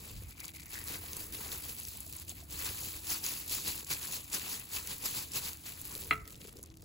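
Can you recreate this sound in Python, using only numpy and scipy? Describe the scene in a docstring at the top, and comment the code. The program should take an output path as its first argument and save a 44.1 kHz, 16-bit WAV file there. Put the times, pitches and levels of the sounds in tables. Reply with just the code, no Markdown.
"""A kitchen, close to a small two-port microphone: a gloved hand smooths thick filling into a pasta shell.
The thin plastic film rustles as shaped hiss and crackle with each thumb stroke; flipping creases snap as ticks.
A spoon drags through the filling as gritty noise in a moving resonance; air pockets pop as fading sine blips.
Late on, the spoon drops against a plastic bowl and chatters: decaying modes and a faint room tail.
A low rumble of filtered noise, with a few hums, lies under everything."""
import sys
import numpy as np
from scipy import signal
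from scipy.fft import rfft, irfft, next_fast_len
from scipy.io import wavfile
from scipy.ndimage import uniform_filter1d

SR = 44100
rng = np.random.default_rng(int(sys.argv[2]) if len(sys.argv) > 2 else 0)


def store_wav(level_fs):
    """Save 16-bit WAV to argv[1]."""
    pcm = np.round(np.clip(np.atleast_2d(level_fs), -1, 1) * 32767)
    wavfile.write(sys.argv[1], SR, pcm.T.astype(np.int16))


def voltage_ratio(level):
    """Linear amplitude factor for a level in decibels (scalar or array-like)."""
    return 10 ** (np.asarray(level, float) / 20)


N = 301644  # samples


def evened(x):
    """Scales to rms 1."""
    return x / np.sqrt(np.mean(x ** 2) + 1e-20)


def read(points, hz, column=1):
    """Reads a spectrum table on a log-frequency axis."""
    table = np.transpose(points)
    return np.interp(np.log(hz + 1), np.log(table[0] + 1), table[column])


def curve(rows, column=1):
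    """Reads a control curve at every sample."""
    table = np.transpose(rows)
    return np.interp(np.arange(N) / SR, table[0], table[column])


def shaped(x, gain):
    """Filters by a gain given as a function of Hz."""
    size = next_fast_len(x.shape[-1] + 512)
    spectrum = rfft(x, size) * gain(np.fft.rfftfreq(size, 1 / SR))
    return irfft(spectrum, size)[..., :x.shape[-1]]


def hump(centre_hz, share):
    """A bell-shaped band on a log axis; share is its spread relative to the centre."""
    return lambda hz: np.exp(-.5 * (np.log((hz + 1) / centre_hz) / share) ** 2)


def wander(samples):
    """Slow random movement of rms 1: white noise averaged over a number of samples."""
    return evened(uniform_filter1d(rng.standard_normal(N), samples))


# Colour of the kitchen rumble: (frequency [Hz], relative density [dB per Hz])
RUMBLE_COLOUR = [(12, -55), (20, -11), (59, 8.5), (81, 7.5), (104, 1), (242, -13.5), (313, -16),
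                 (369, -20.5), (584, -34), (652, -17.5), (714, -26), (1330, -31.5), (1600, -46),
                 (2080, -72), (3520, -120)]
# Swell of the deepest part of the rumble: (time [s], level [dB])
RUMBLE_SWELL = [(0, -61), (.08, -62), (.14, -44.5), (.25, -48.5), (.34, -59.5), (2.2, -57), (2.7, -55),
                (3.3, -59), (4.7, -64), (5.9, -60), (6.14, -53), (6.4, -60.5), (6.84, -59)]
# How alike the rumble is at the two ports: (frequency [Hz], likeness [-1 to 1])
RUMBLE_LIKENESS = [(60, 0.91), (130, 0.93), (290, 0.59), (640, -0.07), (1410, -0.8), (3100, 1),
                   (6820, -0.06), (15000, 0.2)]
# Hums of appliances: (frequency [Hz], width [Hz], level [dB])
APPLIANCE_HUMS = [(84, 23, -63), (284.4, 11.5, -70.5), (321.9, 3.2, -69)]


def rumble():
    """Room noise with a likeness between ports set by frequency; its deepest part swells; narrow noises hum."""
    upper_db = -61
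    first, second = rng.standard_normal((2, N))

    def same(hz):
        return np.clip(read(RUMBLE_LIKENESS, hz), -1, 1)

    def deep(hz):
        return 1 / (1 + (hz / 130) ** 4)

    def colour(hz):
        return voltage_ratio(read(RUMBLE_COLOUR, hz))

    right = shaped(first, same) + shaped(second, lambda hz: np.sqrt(1 - same(hz) ** 2))
    pair = np.array([first, right])
    out = evened(shaped(pair, lambda hz: deep(hz) * colour(hz))) * voltage_ratio(curve(RUMBLE_SWELL))
    out += evened(shaped(pair, lambda hz: (1 - deep(hz)) * colour(hz))) * voltage_ratio(upper_db)
    for hz, width_hz, db in APPLIANCE_HUMS:
        band = hump(hz, width_hz / hz / 2)
        out += voltage_ratio(db) * evened(shaped(rng.standard_normal(N), band))
    return out


# Movements of the gloved thumb and fingers:
# (peak time [s], effort level [dB], rise [s], fall [s], extra squelch effort where it digs in [dB])
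THUMB_STROKES = [(.04, -55.5, .1, 0.3, 0.5), (.13, -61.5, 0.13, 0.2, -5), (.2, -63, 0.027, 0.025, 0),
                 (.3, -62.5, .03, .04, 7), (.405, -54.5, 0.054, 0.021, -1.5),
                 (.445, -50.5, 0.026, 0.034, -2), (.483, -55.5, .015, 0.045, 2),
                 (.562, -54, 0.038, 0.032, -5), (.61, -57, .04, 0.1, -1), (.665, -59, 0.016, 0.035, 2),
                 (.75, -50.5, 0.071, 0.14, -0.5), (.885, -51.5, 0.037, 0.12, 4),
                 (.96, -49, 0.11, 0.048, -1.5), (1.04, -53.5, 0.05, .05, 1),
                 (1.125, -51.5, 0.097, 0.18, -2.5), (1.21, -51.5, 0.11, 0.11, -1.5),
                 (1.335, -50, 0.013, 0.16, -1), (1.45, -50.5, 0.11, 0.091, 3), (1.53, -48, 0.071, 0.12, 2),
                 (1.65, -52.5, 0.048, 0.11, 6), (1.71, -48.5, 0.081, 0.059, -4),
                 (1.79, -50.5, 0.045, 0.095, 1), (1.88, -51.5, 0.094, 0.21, -5),
                 (1.99, -56.5, 0.11, 0.15, 6), (2.13, -56, 0.1, 0.11, -5), (2.2, -54.5, 0.097, 0.08, 3),
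                 (2.3, -45.5, 0.028, 0.038, -3), (2.38, -56.5, 0.043, 0.089, 6.5),
                 (2.52, -48.5, 0.028, 0.3, -2), (2.67, -44, 0.14, 0.1, 2.5), (2.79, -47, 0.066, 0.24, -7),
                 (2.88, -48, 0.17, 0.064, -6), (2.96, -50, 0.061, 0.064, -2),
                 (3.12, -36.5, 0.064, 0.072, -1.5), (3.249, -40.5, 0.026, 0.22, -2.5),
                 (3.525, -36.5, 0.043, 0.12, -5), (3.688, -38.5, 0.064, 0.072, -2),
                 (3.798, -49, 0.099, 0.055, 3), (3.923, -36.5, 0.037, 0.042, 1),
                 (4.04, -46.5, 0.11, 0.092, 2), (4.14, -41.5, 0.078, 0.082, -3),
                 (4.346, -36, 0.028, 0.05, -2.5), (4.52, -43.5, 0.21, 0.12, 0),
                 (4.762, -41.5, 0.061, 0.07, 1.5), (4.91, -44.5, 0.076, 0.082, 0.5),
                 (5.06, -38, 0.046, 0.073, -1), (5.17, -40.5, .06, 0.094, 2), (5.331, -55, .015, .04, -5),
                 (5.37, -34.5, 0.035, 0.029, 0), (5.45, -41.5, 0.057, 0.083, 2.5),
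                 (5.68, -47.5, 0.072, 0.083, -3), (5.81, -55.5, 0.12, 0.18, 0),
                 (5.92, -55.5, 0.18, 0.18, 5.5), (6.01, -51.5, 0.15, .1, -3),
                 (6.11, -55.5, 0.041, 0.076, 0), (6.3, -62, .08, 0.14, -3), (6.41, -60, 0.017, 0.18, -6),
                 (6.58, -68, .015, 0.024, -4), (6.635, -68.5, 0.0089, .025, 6),
                 (6.83, -67, 0.016, .03, -4.5)]


def effort():
    """Every stroke swells to its peak and dies away; powers add. In dB: plain, and with the digging in."""
    rest_db = -77.5  # glove at rest
    ends_db, roundness = -13.5, 1.23  # drop after one rise or fall time, shape of the top
    t = np.arange(0, N + 64, 64) / SR  # coarse steps, joined up below
    power = np.full((2, len(t)), voltage_ratio(2 * rest_db))
    for s, db, rise, fall, dig_db in THUMB_STROKES:
        away = abs(t - s) / np.maximum(np.where(t < s, rise, fall), .005)
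        peak_db = db + np.array([[0], [dig_db]])
        power = power + voltage_ratio(2 * (peak_db + ends_db * away ** roundness))
    return np.array([np.interp(np.arange(N) / SR, t, 10 * np.log10(row)) for row in power])


def sliding(flicker_db, patchy_db):
    """Hiss whose colour shifts in patches as other folds of film rub."""
    noise = rng.standard_normal((2, N)) * voltage_ratio(flicker_db * wander(300))
    z = signal.stft(noise, nperseg=256)[2]
    patches = rng.standard_normal(z.shape[1:])
    patches = uniform_filter1d(patches, size=5, axis=0)  # across frequency
    patches = evened(uniform_filter1d(patches, size=9, axis=1))  # across time
    return evened(signal.istft(z * voltage_ratio(patchy_db * patches), nperseg=256)[1][:, :N])


def crackle(per_s, spread_db, t60, share, clump_db):
    """Many tiny noise bursts, each in one of several colours, arriving in clumps."""
    out, t = np.zeros((2, N)), np.arange(600) / SR
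    clumps = voltage_ratio(clump_db * wander(700))
    for centre_hz in np.geomspace(400, 16000, num=11):
        size = voltage_ratio(spread_db * np.minimum(rng.exponential(1, N), 4))
        size *= rng.random(N) < per_s * clumps / SR
        bursts = signal.oaconvolve(size, voltage_ratio(-60 * t / t60))[:N]
        out += shaped(bursts * rng.standard_normal((2, N)), hump(centre_hz, share))
    return evened(out)


# Colours of film, bright edge, squelching filling, pushing hand and film pulled taut under hard strokes:
# each (frequency [Hz], relative density [dB per Hz])
FILM_COLOUR = [(1000, -10.5), (2000, -14), (2600, 3.5), (3200, 1), (4000, 4.5), (4700, 5), (5500, -4.5),
               (7000, 5), (8200, 9), (9500, -0.5)]
EDGE_COLOUR = [(6500, -27.5), (8200, -11.5), (9000, -21.5), (10000, 3), (11500, 2), (13200, 3),
               (15700, 3.5)]
SQUELCH_COLOUR = [(450, -51), (700, -7.5), (1000, 0.5), (1400, -2), (1700, -1), (2300, 1), (3200, -9)]
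PUSH_COLOUR = [(80, 2), (160, 4.5), (300, -0.5), (450, 0), (600, -10.5), (800, -26)]
TAUT_COLOUR = [(3000, -36), (4300, -6.5), (5700, -1), (7000, -5.5), (9000, -37)]
# How the layers sit against the rustle as the grip changes:
# (time [s], bright edge [dB], squelch [dB], push [dB], crackle share of power before effort [0 to 1])
GRIP_BALANCE = [(0, -1, -7.5, -0.5, 0.2), (.5, -1, -5, -16, 0.88), (.9, 3, -1, -3, 0.45),
                (1.4, 5, -2, -1.5, 0.27), (1.8, 4.5, -11, -12.5, 0.48), (2.3, 1, -12, -8, 0.57),
                (2.7, 3, -4, -7.5, 0.37), (3.2, 2, -5, -15, 0.16), (3.8, 0.5, -7, -10, 0.62),
                (4.5, 1, -4, -9, 0.35), (5.3, 0.5, -9, -10, 0.26), (5.7, 0, -5.5, -13.5, .45),
                (6.05, 4, -6.5, 2.5, 0.59), (6.3, -3, -2, 4, 0.6), (6.55, -4, -3, 6, 0.68),
                (6.84, -15, -1.5, 5.5, .9)]
# Response of film, edge, squelch, push and taut film: one value each (level gained per effort [dB per dB])
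EFFORT_FOLLOW = [0.93, 0.86, 0.92, 0.75, 1.55]
USUAL_DB = -50  # effort at which the layers sit as listed


def glove(slide, drive, effort_db):
    """A drive excites film, bright edge, filling, hand and taut folds; the sliding hiss sets the scale."""
    plain_db, digging_db = effort_db
    layers = [(FILM_COLOUR, plain_db, 0),
              (EDGE_COLOUR, plain_db, curve(GRIP_BALANCE, column=1)),
              (SQUELCH_COLOUR, digging_db, curve(GRIP_BALANCE, column=2)),
              (PUSH_COLOUR, plain_db, curve(GRIP_BALANCE, column=3)),
              (TAUT_COLOUR, plain_db, -16.5)]
    out = 0
    for (colour, layer_effort_db, offset_db), follow in zip(layers, EFFORT_FOLLOW):
        gain = lambda hz: voltage_ratio(read(colour, hz))
        level_db = USUAL_DB + follow * (layer_effort_db - USUAL_DB) + offset_db
        out = out + shaped(drive, gain) / np.std(shaped(slide, gain)) * voltage_ratio(level_db)
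    return out


# The glove, close by, in the left and right channels:
# (frequency [Hz], likeness before it is lowered between phase steps [0 to 1],
#  right lead before the treble phase is added [rad], left over right [dB])
PORT_RESPONSE = [(100, .92, 0, 0), (300, .85, 0, 0), (500, .6, 0, 2), (1000, .7, -.8, 4),
                 (1500, .35, -1.4, 4), (2000, .3, -1.6, 6), (2700, .3, -3, 9), (3100, .3, -5.5, 5),
                 (3700, .75, -6.3, 2.5), (5400, .5, -6.3, 2), (6300, 1, -2 * np.pi, 0)]
# The treble phase between the channels holds in steps: (frequency [Hz], right lead [half turns])
PHASE_STEPS = [(7450, 0), (8300, 1), (9600, 1), (10400, 2), (11600, 2), (12450, 3), (13800, 3), (14650, 4)]


def ports(pair, linger):
    """The left channel has the first sound; the right a turned copy mixed with a second sound."""
    def half_turns(hz):  # between a plain port delay and the stepped phase
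        plain = np.maximum(hz - 6850, 0) / 2130
        return linger * read(PHASE_STEPS, hz) + (1 - linger) * plain

    def same(hz):  # likeness is lowered between the phase steps
        lowered = 2.7 * np.sin(np.pi * read(PHASE_STEPS, hz)) ** 2
        return np.clip(read(PORT_RESPONSE, hz) - lowered, 0, 1)

    def turned(hz):
        lead = read(PORT_RESPONSE, hz, column=2) + np.pi * half_turns(hz)
        return same(hz) * np.exp(1j * lead)

    def lean(hz):
        return voltage_ratio(np.array([[.5], [-.5]]) * read(PORT_RESPONSE, hz, column=3))

    right = shaped(pair[0], turned)
    right += shaped(pair[1], lambda hz: np.sqrt(1 - same(hz) ** 2))
    return shaped(np.array([pair[0], right]), lean)


def hand():
    """Smooth sliding and crackle share each stroke's power; single snaps join the crackle."""
    effort_db = effort()
    smoothing = 0.0096  # crackle share lost for each dB of effort
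    share = curve(GRIP_BALANCE, column=4) - smoothing * (effort_db[0] - USUAL_DB)
    share = np.clip(share, .05, 1)
    puffs = crackle(per_s=90, spread_db=3, t60=0.013, share=0.46, clump_db=4)
    ticks = crackle(per_s=30, spread_db=2.8, t60=.003, share=.7, clump_db=3)
    grains = evened(puffs + voltage_ratio(-4) * ticks)
    slide = sliding(flicker_db=0.85, patchy_db=2.0)
    smooth = glove(slide, np.sqrt(1 - share) * slide, effort_db)
    sharp = glove(slide, np.sqrt(share) * grains, effort_db) + snaps()
    return ports(smooth, linger=1.0) + ports(sharp, linger=0.14)


# The spoon drags through filling: (time [s], level before the lean to the left port [dB], centre [Hz])
SPOON_DRAG = [(.2, -62, 2377), (.36, -68.5, 2327), (.42, -56, 2220), (.53, -67, 2214), (.57, -54.5, 2250),
              (.69, -66, 2100), (.75, -51, 1784), (.81, -57, 1900), (1.0, -78, 2200)]


def scrape(width_hz=450, rough_db=5):
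    """Gritty noise in one moving resonance, louder at the left port."""
    grit = rng.standard_normal((2, N)) * voltage_ratio(rough_db * wander(200))
    low = signal.sosfilt(signal.butter(2, width_hz / 2, fs=SR, output="sos"), grit)
    turns = np.cumsum(curve(SPOON_DRAG, column=2)) / SR
    band = evened(low * np.cos(2 * np.pi * turns))  # moves the low noise up to the resonance
    t = np.arange(N) / SR
    on = np.clip(np.minimum(t - SPOON_DRAG[0][0], SPOON_DRAG[-1][0] - t) / .05, 0, 1)
    lean = voltage_ratio(np.array([[2.5], [-4]]))  # left, right
    return band * on * voltage_ratio(curve(SPOON_DRAG)) * lean


# Creases that flip, before the ports colour them:
# (time [s], peak level [dB], centre [Hz], width as a share of the centre, at least 0.15 when played)
CREASE_SNAPS = [(0.2367, -35, 11500, 0.62), (.3087, -36, 11600, 1), (0.403, -28.5, 7050, 1),
                (.48, -31, 11800, 0.86), (.5541, -37, 11500, .5), (0.598, -36, 4660, 1),
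                (.6584, -32, 10600, 0.62), (0.707, -33, 10400, 0.64), (0.7412, -27, 7510, 0.95),
                (.84, -28, 10900, 0.36), (.8765, -27, 9000, .9), (.9233, -29, 11200, 0.47),
                (1.132, -24, 9000, .8), (1.168, -25.5, 9100, 0.43), (1.3247, -28, 8800, 0.67),
                (1.518, -30, 4000, 0.25), (1.7653, -33, 11100, .6), (1.8515, -27, 6630, 0.76),
                (1.8655, -37, 6800, 0.82), (1.885, -29.5, 7340, 0.55), (1.972, -28, 11800, 0.45),
                (2.0047, -28, 11400, 0.25), (2.064, -31.5, 10900, .4), (2.0936, -35, 10900, .7),
                (2.1262, -26.5, 11200, .85), (2.165, -30, 10900, 0.24), (2.1986, -30, 7800, 0.47),
                (2.22, -34, 11000, 0.36), (2.294, -27, 8000, 0.2), (2.4404, -44, 7800, .6),
                (2.5076, -30, 10600, 0.41), (2.7072, -35, 7320, 0.8), (3.0703, -27, 5770, .6),
                (3.1038, -22, 6000, 0.15), (3.24, -27.5, 5670, 0.21), (3.264, -23, 6130, 0.2),
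                (3.337, -26, 7000, .6), (3.496, -23.5, 6440, .8), (3.8464, -30.5, 7200, .35),
                (3.8711, -32, 11600, 0.89), (3.904, -21, 11300, 0.53), (4.279, -35, 11400, .7),
                (4.3312, -23, 7000, .46), (4.597, -25, 11900, .5), (4.7332, -27, 7900, 0.51),
                (4.8737, -22, 11200, 1), (4.982, -28.5, 10700, .55), (5.026, -32, 10500, .7),
                (5.3188, -27, 7040, .36), (5.3355, -28, 6980, 0.41), (5.3585, -22, 11500, .7),
                (5.532, -25.5, 10700, 1), (5.5723, -32.5, 11300, 0.97), (5.8154, -27.5, 10600, 0.28),
                (5.853, -28.5, 9800, 0.93), (5.952, -23, 11600, 1), (6.0117, -28, 11700, 0.51),
                (6.2553, -42, 3560, 0.86), (6.277, -29.5, 8140, 0.86), (6.3055, -33, 11600, .5),
                (6.3448, -42, 3520, 0.51), (6.3555, -39, 4770, 0.79), (6.364, -39, 10600, .66),
                (6.4728, -33, 11000, 1), (6.4924, -39, 3950, 1), (6.5274, -38, 11100, 0.57),
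                (6.5695, -36.5, 7260, .5), (6.588, -37, 10800, 0.8), (6.601, -51, 4000, 0.87),
                (6.6119, -51, 7700, .9), (6.6293, -28.5, 11000, 0.53), (6.6374, -35, 7540, 0.31),
                (6.6604, -37.5, 11100, 1), (6.7017, -46, 5300, .35), (6.741, -47, 4210, .8),
                (6.771, -38.5, 9000, 0.75), (6.809, -52, 5130, 0.87), (6.822, -38, 10800, 0.74)]


def snaps():
    """Each flipping crease is a sharp tick and a short fading hiss around its own colour."""
    t60_s, attack_s = 0.0089, 0.00019
    out, t = np.zeros((2, N + 2000)), np.arange(-100, 1400) / SR
    noise = rng.standard_normal((len(CREASE_SNAPS), 2, len(t)))
    for (s, db, hz, share), puff in zip(CREASE_SNAPS, noise):
        hiss = puff * voltage_ratio(-60 * t / t60_s) * np.clip(t / attack_s, 0, 1)
        tick = 2.0 * (t == 0)
        burst = shaped(hiss + tick, hump(hz, max(share, .15)))
        at = max(round(s * SR) - 100, 0)
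        out[:, at:at + len(t)] += voltage_ratio(db) * burst / abs(burst).max(1, keepdims=True)
    return out[:, :N]


# Air pockets in the filling pop: (time [s], level before rise and decay [dB], frequency [Hz])
AIR_POPS = [(1.035, -43, 710), (1.39, -40, 424), (1.46, -42, 760), (1.95, -48, 680), (1.982, -49, 895),
            (2.065, -48, 650), (2.32, -47, 700), (2.425, -46, 680), (6.278, -47.5, 1900),
            (6.638, -55, 1090)]


def pops():
    """Air pockets give short soft sine blips, nearer the left port."""
    rise_s, t60_s, right_db = 0.0027, 0.032, -7
    out, t = np.zeros(N), np.arange(0, .06, 1 / SR)
    for s, db, hz in AIR_POPS:
        shape = np.minimum(t / rise_s, 1) * voltage_ratio(db - 60 * t / t60_s)
        out[round(s * SR):][:len(t)] += shape * np.sin(2 * np.pi * hz * t)
    return np.array([out, out * voltage_ratio(right_db)])


def kitchen(x, t60, delay):
    """The room answers with sparse taps of random sign that die away, other taps for each port."""
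    t = np.arange(0, .5, 1 / SR)
    signs = rng.choice([-1., 1.], (2, len(t)))
    taps = signs * (rng.random((2, len(t))) < .05) * (t > delay)
    taps *= voltage_ratio(-60 * t / t60)
    return signal.fftconvolve(x, taps / np.linalg.norm(taps[0]), axes=1)[:, :N]


# Modes of the plastic bowl under the spoon:
# (frequency [Hz], relative level [dB], t60 [s], at least 0.01 when played, left over right [dB])
BOWL_MODES = [(298, -22.5, 0.11, 8.5), (140, -27.5, 0.13, 3), (432, -26.5, 0.22, 3), (686, -23.5, .05, 9),
              (920, -25, .04, 0), (1270, -12.5, 0.064, -15), (1355, -35, .45, -7), (1334, -31, 0.18, -3),
              (540, -26, 0.04, -3), (1314, -9.5, 0.049, 1.5), (1475, -21, 0.055, 3.5),
              (1960, -19, 0.074, 10), (2064, -2.5, 0.028, 3), (2186, 6.5, 0.012, -1.5),
              (2370, -12, 0.035, 13.5), (2720, -11, 0.029, 12), (3330, -20, 0.049, -4),
              (4050, -11.5, 0.022, 6), (3080, -18, 0.031, 4), (1775, -13, 0.022, -9), (4240, -16, 0.014, 0),
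              (2120, -9.5, .008, 5), (3820, -14, .006, 7.5)]
# Blows of the falling spoon: (time [s], level applied to the modes [dB])
SPOON_BLOWS = [(6.1090, -14), (6.113, -30), (6.1239, -22), (6.13, -23.5), (6.142, -38), (6.1530, -40)]


def spoon():
    """The spoon lands and chatters; every blow rings the same modes, later ones at slightly other spots."""
    t, out = np.arange(0, .5, 1 / SR), np.zeros((2, N))
    hz, db, t60, lean_db = np.transpose(BOWL_MODES)[:, :, None]
    onset = (1 - np.exp(-t / 0.0008)) ** 2
    modes = voltage_ratio(db - 60 * t / np.maximum(t60, .01)) * np.sin(2 * np.pi * hz * t) * onset
    lean = voltage_ratio(np.array([[.5], [-.5]]) * lean_db.T)
    spots = rng.standard_normal((len(SPOON_BLOWS), len(BOWL_MODES)))
    for k, ((s, blow_db), spot) in enumerate(zip(SPOON_BLOWS, spots)):
        later = min(k, 1)
        dull = voltage_ratio(-.8 * later * hz.T / 1000)  # later blows lose treble
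        strike = lean * dull * voltage_ratio(2.2 * later * spot)
        out[:, round(s * SR):][:, :len(t)] += voltage_ratio(blow_db) * strike @ modes
    mellow = shaped(out, lambda hz: 1 / (1 + (hz / 2200) ** 4))
    return out + voltage_ratio(-12) * kitchen(mellow, t60=0.43, delay=0.0041)


def scene():
    """Room, hand, filling and spoon."""
    return rumble() + hand() + scrape() + pops() + spoon()


def top_cut(x):
    """Nothing passes above the cut-off."""
    return signal.sosfilt(signal.butter(12, 16960, fs=SR, output="sos"), x)


def record(dry):
    """The microphone adds its own noise, and the treble is cut off just under 16 kHz."""
    hiss_db = -79  # before the band limit
    noisy = dry + voltage_ratio(hiss_db) * rng.standard_normal(dry.shape)
    limited = shaped(noisy, lambda hz: np.clip((16000 - hz) / 300, .003, 1))
    return top_cut(limited)


dry = scene()
out = record(dry)
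store_wav(out)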